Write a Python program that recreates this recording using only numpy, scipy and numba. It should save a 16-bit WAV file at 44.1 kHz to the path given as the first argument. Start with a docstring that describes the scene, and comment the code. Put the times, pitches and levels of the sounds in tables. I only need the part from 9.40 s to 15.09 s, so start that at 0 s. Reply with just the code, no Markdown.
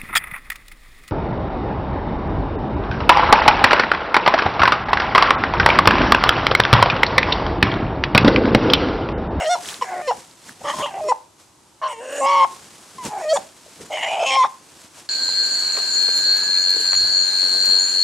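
"""In a leafy pen a rooster squawks six times, a few metres from a small camera.
Its voice jumps between clean whistles, half lines and hoarse rasp: wavy partials, noisy puffs of air
and pulses that ring in throat, beak and windpipe. Wings and feet stir dry leaves, made of tiny cracks and
brushing noise; twigs snap and the body knocks the ground as brief rings. The yard answers with a short
noise-made echo, over a quiet hiss of air."""
import sys
import numpy as np
from scipy import signal
from scipy.fft import rfft, irfft
from scipy.io import wavfile
from scipy.ndimage import uniform_filter1d
from numba import njit

SR = 44100
rng = np.random.default_rng(int(sys.argv[2]) if len(sys.argv) > 2 else 0)


def wav_record(signal):
    """Record a signal, one row per channel, as 16-bit PCM in the file named by sys.argv[1]."""
    frames = np.transpose(np.atleast_2d(signal))
    bounded = np.clip(frames, -1, 1)
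    # unit amplitude maps onto the largest positive 16-bit level
    quanta = np.round(bounded * 32767).astype(np.int16)
    wavfile.write(sys.argv[1], SR, quanta)


N = 250929

# How hard the bird pushes, one curve per cry. Each row: time in seconds, effort in dB,
# beak ring over the effort in dB, windpipe ring over the effort in dB.
EFFORT = [
    [(0.0, -23.5, -5.5, -17), (0.03, -28, -4.5, -13), (0.074, -17.5, -12, -15.5), (0.09, -17.5, -22.5, -21),
     (0.112, -15.5, -13, -12), (0.138, -17, -9.5, -10), (0.16, -20, -25, -14.5), (0.172, -32, -20, -14),
     (0.2, -48, -22, -18)],
    [(0.413, -29.5, 0, -27), (0.425, -15.5, -19, -18.5), (0.439, -32.5, -6, -10), (0.469, -39.5, -1.5, -8),
     (0.511, -27, -12.5, -28), (0.613, -27.5, -13, -46), (0.625, -35, -8, -32), (0.665, -34.5, -3.5, -13),
     (0.683, -17.5, -14, -14), (0.711, -16, -21.5, -24), (0.725, -23, -25, -24), (0.75, -48, -16, -18)],
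    [(1.2, -62, -2, -2), (1.218, -33.5, -18, -21), (1.23, -56, -16, 1), (1.246, -26.5, -12.5, -23),
     (1.3, -22.5, -4.5, -10.5), (1.328, -37.5, 1, -11), (1.344, -22.5, -18, -20), (1.356, -39, -7, -6),
     (1.382, -28.5, -17, -13), (1.444, -22.5, -4.5, -22), (1.536, -41, -14.5, -17),
     (1.542, -30.5, -13.5, -38), (1.668, -22.5, -33.5, -28), (1.694, -18, -13.5, -11.5),
     (1.726, -12, -30.5, -35), (1.74, -54, -24, -4), (1.75, -44, -23, -19)],
    [(2.416, -32, -20, -38), (2.422, -26.5, -22, -29), (2.432, -23.5, -15.5, -19), (2.466, -23, -17, -21.5),
     (2.53, -32, -6, -10.5), (2.558, -47, -3, -8), (2.588, -35, -11, -17), (2.74, -30.5, -6, -10.5),
     (2.782, -28, -5, -5.5), (2.816, -20, -19, -13.5), (2.868, -15.5, -12.5, -19.5), (3.026, -12, -16, -27),
     (3.044, -11.5, -17.5, -26), (3.07, -42, -18, -32)],
    [(3.579, -57, -10, -5), (3.585, -31.5, -17, -12), (3.605, -33.5, -33, -38), (3.665, -35, -4, -1.5),
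     (3.687, -42, -18, -12), (3.739, -26.5, -20, -31), (3.745, -29.5, -22, -27),
     (3.843, -25.5, -13.5, -17.5), (3.873, -21.5, -21.5, -37), (3.901, -19.5, -13.5, -5.5),
     (3.927, -11, -32, -21), (3.955, -21.5, -13, -5), (3.973, -15, -13.5, -17), (3.989, -42, -14, -6),
     (3.995, -39, -15, -9)],
    [(4.499, -44, -28, -16), (4.505, -27, -21, -21), (4.527, -24, -6, -18.5), (4.621, -38, 10, -6.5),
     (4.635, -30, 5.5, -10.5), (4.783, -27, -7.5, -20), (4.837, -16.5, -12, -19), (4.853, -21.5, -9, -21),
     (4.863, -29, 8, -0.5), (4.951, -21, 0, -7), (4.969, -16, -9.5, -14.5), (5.017, -9, -24, -25.5),
     (5.033, -15.5, -8.5, -21), (5.047, -10.5, -24, -29), (5.07, -35, -3, -12)],
]

# Ways of voicing: roughness from 0 to 1, depth of the strong-weak beat from 0 to 2, cycles per beat
CLEAR, HUSKY, ROUGH, RASP = (.055, 0, 2), (.32, 0, 2), (.52, 0, 2), (.78, 0, 2)
RATTLE, HALVED, THIRDS, WARBLE = (.42, .7, 2), (.15, .8, 2), (.14, .45, 3), (.06, 1.1, 3)
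SPLIT = (.36, 1.7, 2.45)  # a second, slower vibration pulls lines out on both sides


def rooster():
    """Membranes beat with jitter; partials whistle, air rasps, throat, beak and windpipe ring."""
    rasp_over_effort_db = 2.5  # before the roughness scales it
    whistle_loss_db = -4  # how far the partials give way at full roughness
    t = np.arange(N) / SR
    hz, tilt, rough, beat, cycles, throat_hz, low_hz, high_hz, top_hz = notes(t)
    effort, beak_over, pipe_over = curves(EFFORT)
    # tilt is the second partial over the first; together they keep the same power
    first = effort + whistle_loss_db * rough - 10 * np.log10(1 + undb(2 * tilt))
    second = first + tilt

    phase = 2 * np.pi * np.cumsum(hz * (1 + .12 * rough * wobble(226.36))) / SR
    slow = np.cumsum(np.gradient(phase) / cycles) + .5 * wobble(51)
    # uneven cycles; a hoarse voice also comes in gulps
    size = (1 + 0.11 * rough * wobble(84)) * undb(2.14 * rough * wobble(25.3))

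    # every second or third cycle is stronger: lines beside the first partial and under the second
    side_lines = np.cos(phase - slow) + 0.29 * np.cos(phase + slow)  # weaker above than below
    whistle = undb(first) * (np.cos(phase) + beat / 4 * side_lines)
    whistle = whistle + undb(second) * (np.cos(2 * phase) + beat * np.cos(2 * phase - slow))

    # noise that swells once per cycle, and a buzz of higher partials
    puffs = rng.standard_normal(N) * np.exp(np.cos(phase))
    buzz = sum(np.cos(k * phase) * (k * hz < 15000) for k in range(3, 24))
    pulses = (1 + beat * np.cos(slow)) * buzz
    # the upper voice is rougher when the second partial leads
    breath = rough + .11 / (1 + undb(-2 * tilt))
    drive = (1 - breath) * unit(pulses) + 3.8 * breath * unit(puffs)

    throat = even(steep(puffs, throat_hz, 180.), 0.0091)
    hoarse = undb(effort + rasp_over_effort_db) * rough * throat
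    beak_width_hz = 345
    mouth = steep(drive, low_hz, beak_width_hz) + 0.83 * steep(drive, high_hz, beak_width_hz)
    pipe = windpipe(drive + .13 * unit(puffs), top_hz)  # the treble is breathier

    voice = np.sqrt(2) * whistle + hoarse
    voice = voice + undb(effort + beak_over) * even(mouth, 0.02)
    voice = voice + undb(effort + pipe_over) * even(pipe, 0.02)
    # silent between cries, with softened edges
    on = np.any([(t >= cry[0][0]) & (t <= cry[-1][0]) for cry in EFFORT], axis=0)
    on = uniform_filter1d(1. * on, int(0.0014 * SR))
    # the small body radiates little bass
    return high_pass(on * size * voice, 4, 290.)


def windpipe(air, top_hz):
    """A tube that stretches and shortens rings at evenly spaced, unsteady pitches."""
    # Each row: time in seconds, pitch of one of the resonances in Hz.
    pipe_tuning = [(0, 5380), (.75, 5570), (1.2, 5213), (1.75, 5630), (2.8, 5573), (2.845, 6295),
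                   (2.93, 7034), (3.06, 6480), (3.5, 5505), (3.88, 5518), (3.93, 6064), (3.99, 5440),
                   (4.5, 5140), (4.66, 5882), (4.85, 5142), (4.93, 5433)]
    step_hz, width_hz = 1290, 480.
    base_hz = curves([pipe_tuning])[0]
    out = np.zeros(N)
    for k in range(-2, 7):
        f = base_hz + k * step_hz + 70 * wobble(6)
        # the beak favours the resonances near its brightest place
        level_db = -6.5 * abs(f - top_hz) / step_hz + 2.5 * wobble(11.4)
        out += undb(level_db) * steep(air, f, width_hz)
    return out


def notes(t):
    """The voice breaks from note to note; within each, pitch bends through three values."""
    # Each row: start in seconds, pitch at start, middle and end in Hz, second partial over first
    # at start and at end in dB, throat, lower beak and upper beak resonance in Hz,
    # brightest treble in Hz, voicing (roughness 0-1, beat depth 0-2, cycles per beat).
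    note_rows = [ (0, 757, 742, 672, -3, -11, 678, 2160, 2820, 6640, RASP),
                 (.045, 665, 630, 638, -22, -21, 650, 1750, 2970, 4250, HUSKY),
                 (.068, 631, 627, 642, -21, -20, 665, 1800, 3200, 6100, CLEAR),
                 (.092, 680, 720, 669, -17.5, -6.5, 790, 1930, 3500, 5750, CLEAR),
                 (0.154, 701, 705, 688, -25, -22, 882, 1950, 3500, 4300, RASP),
                 (0.413, 497, 489, 466, 18, 1, 1031, 2047, 2820, 5434, HUSKY),
                 (.445, 793.6, 745, 701, -14, -14, 759, 1657, 2000, 6400, RATTLE),
                 (0.55, 698.5, 740, 709, -17, -13, 610, 1847, 1954, 6540, RATTLE),
                 (.62, 607.6, 602, 595.6, -13, -14, 680, 1880, 2600, 5860, CLEAR),
                 (.675, 522, 505, 442, -15.5, 13.5, 910, 1905, 2850, 4900, CLEAR),
                 (0.711, 804, 808, 781, -14, -37, 848, 2050, 2850, 5300, ROUGH),
                 (1.199, 549, 549, 545.8, -11, -10.5, 768.4, 1809, 2570, 6620, RASP),
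                 (1.241, 591.6, 571.7, 584.7, -4, 9, 1098, 1870, 3086, 6300, RATTLE),
                 (1.335, 1078, 1030, 1069, -33, -23, 967, 1940, 3248, 6400, SPLIT),
                 (1.425, 560.7, 565.2, 563, -6, -3, 1054, 2890, 3080, 6700, HUSKY),
                 (1.46, 997.5, 944.6, 802, -6, -18, 900, 2800, 3100, 6500, ROUGH),
                 (1.51, 788, 795, 823.5, -9, -37, 684, 2029, 2750, 6120, RATTLE),
                 (1.61, 629.3, 627, 621, -36, -33, 620, 2050, 2520, 6190, CLEAR),
                 (1.64, 621, 612, 615.6, -21, -37, 624, 2120, 2520, 6030, WARBLE),
                 (1.686, 510, 502, 485, 3, 12, 955, 2030, 2640, 6000, CLEAR),
                 (1.72, 894.3, 910, 902, -55, -30, 860, 2070, 2650, 5740, ROUGH),
                 (2.415, 1089, 1070, 1040, -19, -32, 1044, 1600, 2944, 4330, SPLIT),
                 (2.48, 1052, 1001, 952.4, -33, -31, 978.6, 2136, 2967, 7850, SPLIT),
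                 (2.53, 478, 449, 464, 4, 0, 748, 2054, 2875, 7760, CLEAR),
                 (2.6, 463.3, 545, 571, -6, -22, 566.3, 1632, 2770, 7500, RATTLE),
                 (2.81, 534, 545, 553.5, -2.5, 7, 893.6, 2087, 2710, 7195, HALVED),
                 (2.86, 550, 556, 530.8, 10, 18.5, 958, 2129, 3048, 5290, THIRDS),
                 (3.048, 882, 869, 862, -25, -32, 985, 2165, 3039, 5490, ROUGH),
                 (3.577, 1071, 995, 913, -18, -25, 943, 2280, 2940, 6890, CLEAR),
                 (3.66, 915, 855, 878, -18, -25, 881, 1913, 2470, 6780, RATTLE),
                 (3.724, 835, 800, 712.5, -19, -19, 770.5, 1670, 2220, 6880, RATTLE),
                 (3.82, 642, 621.3, 614, -25, -19, 668, 1885, 2300, 6950, HUSKY),
                 (3.855, 614.2, 612.7, 614.3, -19, -20, 647, 1850, 2477, 6917, CLEAR),
                 (3.884, 616, 635, 651.4, -37, -16, 639.5, 1929, 2896, 4509, CLEAR),
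                 (3.932, 570.5, 563, 560, -56, 0, 719.5, 1730, 2250, 7170, CLEAR),
                 (3.96, 764, 782, 785.2, -26, -38, 800, 1350, 3483, 6540, RASP),
                 (4.497, 641.6, 620, 622, -34, -32, 700, 2192, 3015, 6473, ROUGH),
                 (4.57, 629.2, 632, 652.4, -26, -51, 845.7, 2075, 2882, 7034, RASP),
                 (4.682, 632.1, 690, 706.4, -23, -23, 785, 2498, 2850, 6940, RASP),
                 (4.79, 699.7, 688, 689.5, -19, -20, 710, 2594, 3027, 6528, ROUGH),
                 (4.858, 531, 533, 531.8, -2, 13, 830.6, 2614, 2970, 6040, HALVED),
                 (4.906, 532.3, 533.2, 530.8, 1, 16.5, 873.4, 2247, 3140, 5557, HALVED),
                 (4.97, 536.6, 520, 502.3, 15, 38, 948, 2176, 3349, 5546, CLEAR),
                 (5.036, 527, 528, 518.3, 17, 21, 1038, 2103, 3490, 5500, HUSKY),
                 (5.049, 833, 810, 790, -18, -30, 1009, 2130, 3630, 5500, ROUGH), ]
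    break_s, glide_s = .002, .009  # the membranes jump quickly, neck and beak follow more slowly
    rows = np.array([row[:-1] + row[-1] for row in note_rows], float)
    # a note lasts until the next one or the end of the cry
    ends = np.array([cry[-1][0] for cry in EFFORT] + [t[-1] + 1])
    cry_end = ends[np.searchsorted(ends, rows[:, 0], "right")]
    stop = np.minimum(np.append(rows[1:, 0], np.inf), cry_end)
    k = np.maximum(np.searchsorted(rows[:, 0], t, "right") - 1, 0)
    start, a, b, c, tilt, tilt_end, throat, low, high, top, rough, beat, cycles = rows[k].T
    u = np.clip((t - start) / (stop[k] - start), 0, 1)  # progress through the note
    hz = a * (1 - u) * (1 - 2 * u) + 4 * b * u * (1 - u) + c * u * (2 * u - 1)
    tilt = tilt + u * (tilt_end - tilt)
    quick = [uniform_filter1d(v, int(break_s * SR) + 1) for v in (hz, tilt, rough, beat)]
    gliding = [uniform_filter1d(v, int(glide_s * SR) + 1) for v in (throat, low, high, top)]
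    return quick + [cycles] + gliding


def stir():
    """Wings and feet set the gains of leaves and thuds: a shuffle with flaps that swell and fade."""
    # Feet in the litter. Each row: time in seconds, level of the leaves in dB.
    shuffle = [(0, -43), (.75, -46.5), (.97, -53), (1.2, -59), (1.7, -48), (1.9, -65.5), (2.4, -59.5),
               (3.07, -45), (3.55, -48), (4.0, -42.5), (4.13, -52), (4.38, -46.5), (5.08, -48.5),
               (5.2, -52), (5.45, -47.5), (5.69, -74)]
    # Wing beats and kicks. Each row: loudest moment in seconds, rise in seconds, fall in seconds,
    # leaves in dB, thud in dB; rise and fall are the times to change by 15 dB.
    flaps = [(.294, 0.13, .11, -31.5, -44), (.78, 0.088, 0.097, -43.5, -51), (1.1, 0.1, 0.064, -41.5, -50),
             (1.235, 0.039, 0.14, -45, -43), (1.4, 0.18, 0.089, -33.5, -37.5),
             (1.64, 0.14, .04, -46.5, -45), (2.0, 0.017, 0.097, -49, -68), (3.11, 0.045, 0.16, -45.5, -98),
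             (3.555, 0.02, 0.11, -48, -43.5), (3.66, 0.037, 0.047, -30, -36),
             (4.415, 0.062, .09, -42.5, -44.5), (5.58, 0.073, 0.13, -42, -52)]
    t = np.arange(N) / SR
    leaf = undb(curves([shuffle])[0])
    thud = leaf * undb(-8.5)
    for s, rise, fall, leaf_db, thud_db in flaps:
        shape = undb(-15 * np.where(t < s, (s - t) / rise, (t - s) / fall))
        leaf = np.hypot(leaf, undb(leaf_db) * shape)
        thud = np.hypot(thud, undb(thud_db) * shape)
    return leaf, thud


def leaves():
    """Dense tiny cracks of different size over a softer brushing."""
    # Tone of dry leaves. Each row: frequency in Hz, relative level in dB per Hz.
    leaf_tone = [(180, -59), (300, -4.5), (937, 1), (1070, 0), (2070, -2.5), (3130, -3), (8010, -1.5),
                 (11000, -8.5), (15500, -28.5)]
    happens = rng.random(N) < 2500 / SR  # about 2500 cracks per second
    extra_db = np.minimum(6.9 * rng.exponential(size=N), 14)
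    cracks = happens * rng.standard_normal(N) * undb(extra_db)
    brushing = 1.8 * rng.standard_normal(N)
    return unit(colour(unit(cracks) + brushing, leaf_tone)) * undb(1.2 * wobble(42))


def thud_noise():
    """Dull thuds: noise through a broad low resonance."""
    return unit(steep(rng.standard_normal(N), 218.0, 407.0))


def blows():
    """Snapping twigs and a body knocking the ground, each a ring that dies at once."""
    # Twig snaps. Each row: time in seconds, level in dB, ring in Hz.
    snaps = [(0.2477, -17, 1850), (0.2578, -12, 3290), (0.288, -6.5, 3160), (0.295, -11, 3060),
             (0.3092, -13, 3610), (0.3275, -16.5, 1670), (0.3427, -7.5, 4010), (0.4324, -12, 2235),
             (0.4904, -14, 1768), (0.9122, -22, 4280), (0.9548, -25.5, 7340), (1.0932, -13.5, 1670),
             (3.3344, -30, 2003), (3.6518, -2.5, 7280), (3.6618, -22, 5346), (4.5308, -13, 2967)]
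    # Knocks of the body on the ground. Each row: time in seconds, level in dB, ring in Hz.
    knocks = [(0.273, -37, 205), (1.09, -34.5, 258), (3.129, -34, 342.3), (3.555, -35, 216.7),
              (3.664, -32, 154.5), (4.262, -32, 605), (4.28, -35, 490), (4.407, -23.5, 434),
              (4.469, -45, 677)]
    return high_pass(hits(snaps, cycles=1.3) + hits(knocks, cycles=2.2), 2, 110.)


def hits(table, cycles):
    """Short rings that die in a few cycles; those above 1500 Hz are also noisy."""
    out, t = np.zeros(N), np.arange(2000) / SR
    for s, db, hz in table:
        noise = rng.standard_normal(len(t))
        ring = np.sin(2 * np.pi * hz * t) + 0.2 * noise * (hz > 1500)
        ring = ring * np.exp(-t * hz / cycles) * np.minimum(t * hz / 2, 1)  # two-cycle onset
        i = int(s * SR)
        out[i:i + len(t)] += undb(db) * ring[:N - i]
    return out


def yard(x):
    """Close scatter widens the sound; fence, shed and trunks return a dull, quickly dying echo."""
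    echo_db, echo_t60_s, echo_top_hz = -23.5, 0.33, 2320  # T60: time to fall by 60 dB
    scatter_db = -10.5
    t = np.arange(SR // 2) / SR
    tail = rng.standard_normal((2, len(t))) * undb(-60 * t / echo_t60_s) * (t > .006)
    tail = tail + 0.28 * tail[::-1]  # the sides share a little
    tail = signal.sosfilt(signal.butter(1, echo_top_hz, fs=SR, output="sos"), tail)
    tail = undb(echo_db) * tail / np.sqrt(np.sum(tail ** 2) / 2)
    # scatter from leaves and posts that differs between the sides
    bright = np.diff(rng.standard_normal(len(t) + 1)) * np.exp(-t / 0.0046)
    full = 0.26 * rng.standard_normal(len(t)) * np.exp(-t / 0.013)
    close = (bright + full) * (t > .001)
    close = undb(scatter_db) * close / np.sqrt(np.sum(close ** 2))
    tail = tail + close * np.array([[1], [-1]])
    return signal.fftconvolve(x[None], tail, axes=1)[:, :N]


def air_hiss():
    """The quiet air of the yard: steady noise shaped by a spectrum."""
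    # Tone of the air. Each row: frequency in Hz, relative level in dB per Hz.
    air_tone = [(15, -49), (25, -27), (86, -2), (246, -7.5), (359, 1.5), (421, -10.5), (1020, -5),
                (1750, -17.5), (7700, -14.5), (11500, -22), (14300, -37), (15500, -71)]
    return unit(colour(rng.standard_normal(N), air_tone))


def undb(db):
    """Gain of a level in dB."""
    return 10 ** (np.asarray(db) / 20)


def unit(x):
    """Scaled to an average strength (rms) of 1."""
    return x / np.sqrt(np.mean(x ** 2))


def even(x, span_s):
    """Scaled to rms 1 over a sliding span."""
    return x / np.sqrt(uniform_filter1d(x ** 2, int(span_s * SR)) + 1e-12)


@njit
def svf(x, hz, width):
    """State-variable band-pass whose centre moves, gain 1 at the centre."""
    y, b, l = np.empty(len(x)), 0., 0.  # output, band state, low state
    for i in range(len(x)):
        g, k = np.tan(np.pi * hz[i] / SR), width / hz[i]
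        v = (b + g * (x[i] - l)) / (1 + g * (g + k))
        b, l, y[i] = 2 * v - b, l + 2 * g * v, k * v
    return y


def steep(x, hz, width_hz):
    """A resonance applied twice, so its sides fall faster."""
    hz = np.clip(hz + np.zeros(N), 30, 18000)
    return svf(svf(x, hz, width_hz), hz, width_hz)


def high_pass(x, order, hz):
    """Weakens what lies below a frequency."""
    return signal.sosfilt(signal.butter(order, hz, "high", fs=SR, output="sos"), x)


def wobble(hz):
    """Smooth chance up to a rate, rms 1."""
    return unit(signal.sosfilt(signal.butter(2, hz, fs=SR, output="sos"), rng.standard_normal(N)))


def colour(x, points):
    """Filter by a spectrum of (Hz, dB) points."""
    hz, db = np.transpose(points)
    f = np.arange(N // 2 + 1) * SR / N + 1  # plus 1 Hz keeps the logarithm finite
    return irfft(rfft(x) * undb(np.interp(np.log(f), np.log(hz), db)), N)


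def wide(make, side_db):
    """Left and right from a shared part and an unrelated part with weakened bass."""
    shared = make()
    side = undb(side_db) * high_pass(make(), 1, 150.)
    return shared + side * np.array([[1], [-1]])


def curves(tables):
    """Columns of (s, ..) rows as one value per sample."""
    s, *columns = np.concatenate([np.array(v, float) for v in tables]).T
    return [np.interp(np.arange(N) / SR, s, c) for c in columns]


def scene():
    """Bird and blows with their echo, then litter, thuds and air."""
    near = rooster() + blows()
    leaf, thud = stir()
    litter = leaf * wide(leaves, -9.5)
    thuds = thud * undb(3.13 * wobble(19.7)) * wide(thud_noise, -21)
    air = undb(-55.5) * wide(air_hiss, -6.0)
    return near + yard(near) + litter + thuds + air


def record(dry):
    """The camera cuts the top above 15.7 kHz."""
    return signal.sosfilt(signal.ellip(8, .2, 70, 15700, fs=SR, output="sos"), dry)


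dry = scene()
out = record(dry)
wav_record(out)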